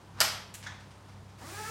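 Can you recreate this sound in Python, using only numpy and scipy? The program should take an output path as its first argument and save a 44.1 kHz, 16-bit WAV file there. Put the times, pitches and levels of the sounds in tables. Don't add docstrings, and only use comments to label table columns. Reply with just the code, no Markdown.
import sys
import numpy as np
from scipy import signal
from scipy.fft import rfft, irfft
from scipy.io import wavfile
from scipy.ndimage import uniform_filter1d

SR = 44100
rng = np.random.default_rng(int(sys.argv[2]) if len(sys.argv) > 2 else 0)


def bounce(signal):
    frames = np.transpose(np.atleast_2d(signal))
    limited = np.clip(frames, -1, 1)
    pcm = np.round(limited * 32767).astype(np.int16)
    wavfile.write(sys.argv[1], SR, pcm)


N = 74970
T_S = np.arange(N) / SR


def undb(db):
    return 10 ** (np.asarray(db) / 20)


def unit(x):
    return x / np.sqrt(np.mean(x ** 2))


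def curve(points):
    return np.interp(T_S, *np.array(points).T)


def at_hz(points, hz):
    f, values = np.array(points).T
    return np.interp(np.log(np.maximum(hz, 1)), np.log(f), values)


def colour(x, points):
    size = 2 * N
    gain = undb(at_hz(points, np.fft.rfftfreq(size, 1 / SR)))
    cepstrum = irfft(np.log(gain))
    cepstrum[1:N] *= 2
    cepstrum[N:] = 0
    return irfft(rfft(x, size) * np.exp(rfft(cepstrum)))[:N]


def noise(points):
    return unit(colour(rng.standard_normal(N), points))


def peak(hz, centre_hz, width_hz):
    return 1 / (1 + (2 * (hz - centre_hz) / width_hz) ** 2)


def narrow(hz, width_hz):
    f = np.fft.rfftfreq(N, 1 / SR)
    return unit(irfft(rfft(rng.standard_normal(N)) * peak(f, hz, width_hz), N))


def walk(rate_hz):
    hold = int(SR / rate_hz)
    steps = np.repeat(rng.standard_normal(N // hold + 1), hold)
    return unit(uniform_filter1d(uniform_filter1d(steps, hold), hold)[:N])


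def delay(x, at_s):
    return np.concatenate([np.zeros(int(at_s * SR)), x])[:N]


def decay(t60_s):
    return np.exp(-np.log(1000) * T_S / t60_s)


def swell(rise_s):
    return 1 - np.exp(-(T_S / rise_s) ** 2)


def bump(at_s, spread_s):
    return np.exp(-.5 * ((T_S - at_s) / spread_s) ** 2)


def mode(hz, t60_s):
    return np.sin(2 * np.pi * (hz * T_S + rng.random())) * decay(t60_s)


# f/Hz, relative level/dB
HUM_TONES = [(97.8, 0), (196.4, -8.5), (135, -10), (64.6, -11)]
# t/s, level/dB
HUM_DB = [(0, -59), (.17, -51), (.35, -52), (.42, -57), (.72, -51), (1.0, -60), (1.21, -51), (1.33, -57),
          (1.45, -52), (1.7, -50.5)]
# f/Hz, relative level/dB
AIR_COLOUR = [(20, -54), (35, -13), (60, -11), (110, -9), (165, -8.5), (230, -13), (420, -17.5),
              (600, -18.5), (950, -16.5), (2000, -27.5), (5000, -32.5), (9000, -38.5), (16000, -52)]
def outdoors(waver_db=1.3, air_db=-54.5):
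    hum = 0
    for hz, db in HUM_TONES:
        amplitude = np.sqrt(2) * undb(db + waver_db * walk(13.66))
        hum += amplitude * np.sin(2 * np.pi * hz * T_S + .14 * walk(13))
    air = undb(air_db + .28 * walk(8.7)) * noise(AIR_COLOUR)
    return hum * undb(curve(HUM_DB)) + air


# f/Hz, relative level/dB
SLIDE_COLOUR = [(150, 3), (600, 1), (1200, 14.5), (2200, 0), (5000, -4), (15000, -27)]
def bolt(level_db=-39.5, rise_s=.019):
    ahead_s = CLACKS[0][0] - T_S
    envelope = np.exp(-np.abs(ahead_s) / rise_s) * (ahead_s > 0)
    return undb(level_db) * noise(SLIDE_COLOUR) * envelope


# f/Hz, t60/s
PATIO_T60 = [(150, 0.69), (600, 0.72), (1400, 0.61), (3000, 0.59), (5500, 0.5), (8000, .42), (15000, 0.31)]
def patio():
    f = np.fft.rfftfreq(N, 1 / SR)
    centres_hz, t60s = zip(*PATIO_T60)
    spectrum, echo = rfft(rng.standard_normal(N)), 0
    for t60_s, weights in zip(t60s, np.eye(len(t60s))):
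        band = at_hz(list(zip(centres_hz, weights)), f)
        echo += irfft(spectrum * band, N) * decay(t60_s)
    return unit(echo * swell(rise_s=.014)) / np.sqrt(N)


def blows(rows, tone, lag_s, spread_s, echo_db, tilt=None, contact_s=.0012, rattles_per_s=2400):
    out = 0
    for at_s, db, chatter_db in rows:
        contact = unit(rng.choice([-1., 1.], N) * np.exp(-T_S / contact_s))
        if tilt is not None:
            contact = colour(contact, tilt)
        rattle = rng.standard_normal(N) * (.3 + (rng.random(N) < rattles_per_s / SR))
        chatter = undb(chatter_db) * unit(rattle * bump(lag_s, spread_s))
        echo = undb(echo_db) * np.hypot(1, undb(chatter_db)) * patio()
        out += undb(db) * delay((contact + chatter) / np.sqrt(N) + echo, at_s)
    return colour(out, tone)


# t/s, relative level/dB, chatter re contact/dB
CLACKS = [(0.2040, -1.5, 4)]
# f/Hz, gain/dB
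CLACK_COLOUR = [(100, -16.5), (300, -13), (650, -2), (1350, 1), (2300, -0.5), (3800, -1.5), (5000, 3),
                (6500, -4), (8200, -4), (10000, -8), (12000, -8.5), (16000, -17)]
# f/Hz, gain/dB
METAL_TILT = [(500, -27), (1400, 0), (3000, -6), (5000, 2.5), (8200, 3.5), (11000, 0.5), (16000, -3)]
def lock():
    return undb(8.5) * blows(CLACKS, CLACK_COLOUR, lag_s=.011, spread_s=.0056, echo_db=-3, tilt=METAL_TILT)


# f/Hz, relative level/dB, t60/s
RAIL_MODES = [(648, -6, .4), (1145, -4, .4), (1315, -4, .6), (1415, -3, .5), (1868, -4, .45),
              (2978, -4, .55), (3240, -1, .6), (4498, 0, .35), (4878, -3, .45), (5061, -2, .45),
              (5200, -3, .45), (5517, -3, .45), (6052, -2, .42), (7607, -6, .3), (8080, -4, .3)]
# f/Hz, relative level/dB
SPRING_MODES = [(11565, -5), (11605, -3), (11682, 0), (11790, -7)]
def rail_and_spring(ring_db=-33.5, ping_db=-36, strike_db=11, strike_s=.006):
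    out = 0
    for at_s, blow_db, _ in CLACKS:
        ring = sum(undb(db) * mode(hz, t60_s) * (1 + .12 * walk(30)) for hz, db, t60_s in RAIL_MODES)
        ping = sum(undb(db) * mode(hz, t60_s=.36) * (1 + .5 * walk(144)) for hz, db in SPRING_MODES)
        ping *= undb(strike_db * np.exp(-T_S / strike_s))
        out += undb(blow_db) * delay(undb(ring_db) * ring + undb(ping_db) * ping, at_s)
    return out


# t/s, relative level/dB, chatter re contact/dB
CLICKS = [(0.5412, -19, 8)]
# f/Hz, gain/dB
CLICK_COLOUR = [(300, -27), (1500, -7), (3000, -6.5), (5000, -10), (7600, -4), (10500, -9), (13000, -13),
                (16000, -18)]
def catch():
    return undb(5) * blows(CLICKS, CLICK_COLOUR, lag_s=.01, spread_s=.0062, echo_db=-3, tilt=METAL_TILT)


# t/s, relative level/dB, chatter re contact/dB
TAPS = [(0.628, -23, 5.5), (0.800, -39.5, 12), (0.908, -35.5, 5), (1.080, -41.5, 12), (1.292, -41, 7.5)]
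# f/Hz, gain/dB
TAP_COLOUR = [(200, -20), (900, 1.5), (1600, 1.5), (2200, 3), (3500, -2.5), (5500, -2), (9000, -11.5),
              (16000, -32)]
def hand():
    return undb(3.5) * blows(TAPS, TAP_COLOUR, lag_s=.01, spread_s=.0074, echo_db=-.5)


# t/s, relative level/dB, chatter re contact/dB
KNOCKS = [(0.6627, -24.5, 12.5)]
# f/Hz, gain/dB
KNOCK_COLOUR = [(200, -27), (550, -9), (950, 2.5), (1250, 1.5), (1750, 6.5), (2200, 0), (2900, -8.5),
                (3500, -1), (4400, -8.5), (6300, -5.5), (9000, -23), (16000, -37)]
# f/Hz, width/Hz, level/dB, t60/s
HOLLOW_MODES = [(1700, 310, -33, 0.083), (3400, 170, -51.5, 0.36)]
def bottom_rail():
    out = undb(5.5) * blows(KNOCKS, KNOCK_COLOUR, lag_s=.0085, spread_s=.0045, echo_db=-1)
    for at_s, _, _ in KNOCKS:
        ring = sum(undb(db) * narrow(hz, width_hz) * decay(t60_s)
                   for hz, width_hz, db, t60_s in HOLLOW_MODES)
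        out += delay(ring * swell(rise_s=.005), at_s)
    return out


def lock_tink():
    return undb(-70) * delay(narrow(hz=9000, width_hz=110) * decay(t60_s=.7), at_s=.88)


# f/Hz, relative level/dB
RUSH_COLOUR = [(100, -13), (250, -3.5), (550, -11), (1000, -3), (2000, 1.5), (3200, -3), (5500, -0.5),
               (9000, -1.5), (12000, -8.5), (16000, -6.5)]
# t/s, relative level/dB
RUSH_DB = [(1.355, -85), (1.385, -53.5), (1.43, -51.5), (1.50, -46), (1.56, -45), (1.70, -42.5)]
def rush(motor_hz, cutoff_ratio=31):
    f, frame_s, frames = signal.stft(noise(RUSH_COLOUR), SR)
    cutoff_hz = cutoff_ratio * np.interp(frame_s, T_S, motor_hz)
    lowpassed = signal.istft(frames / np.hypot(1, f[:, None] / cutoff_hz), SR)[1][:N]
    return lowpassed * undb(curve(RUSH_DB))


# harmonic number, relative level/dB
WHINE_PARTIALS = [(1, -3.5), (2, -3.5), (3, -4), (4, -5), (5, -13), (6, -14)]
# f/Hz, width/Hz, lift/dB
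HOUSING_MODES = [(858, 24, 8), (1342, 26, 8), (1668, 50, 6), (2545, 80, 6)]
# t/s, relative level/dB
WHINE_DB = [(1.36, -85), (1.41, -54), (1.51, -52), (1.545, -47.5), (1.62, -47), (1.70, -45)]
def whine(motor_hz, phase, flutter_db=2.2, echo_db=-4):
    direct = 0
    for k, db in WHINE_PARTIALS:
        lift_db = sum(top_db * peak(k * motor_hz, hz, width_hz) for hz, width_hz, top_db in HOUSING_MODES)
        direct += undb(db + lift_db + flutter_db * walk(110)) * np.sin(k * phase + .5 * walk(90))
    direct *= undb(curve(WHINE_DB))
    return direct + undb(echo_db) * signal.fftconvolve(direct, patio())[:N]


# harmonic number, relative level/dB
GROWL_PARTIALS = [(1, -1), (3, -4), (4, -1), (5, -4), (7, -5)]
def growl(phase, jitter_rad=1.7):
    partials = sum(undb(db) * np.sin(k * phase + jitter_rad * walk(120)) for k, db in GROWL_PARTIALS)
    return undb(-52) * partials * bump(at_s=1.442, spread_s=.028)


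# t/s, f/Hz
MOTOR_HZ = [(1.37, 109.7), (1.42, 224.5), (1.46, 293.6), (1.50, 352.7), (1.55, 410.8), (1.60, 425.2),
            (1.65, 441), (1.70, 449)]
def motor(wobble=.012):
    hz = curve(MOTOR_HZ)
    phase = 2 * np.pi * np.cumsum(hz * (1 + wobble * walk(130))) / SR
    return rush(hz) + whine(hz, phase) + growl(phase)


def scene():
    blind = bolt() + lock() + rail_and_spring() + catch() + hand() + bottom_rail() + lock_tink()
    return (outdoors() + blind + motor())[None]


def record(dry, low_hz=38, top_hz=16000):
    thin = signal.sosfilt(signal.butter(4, low_hz, "high", fs=SR, output="sos"), dry)
    return signal.sosfilt(signal.ellip(10, .2, 80, top_hz, fs=SR, output="sos"), thin)


dry = scene()
out = record(dry)
bounce(out)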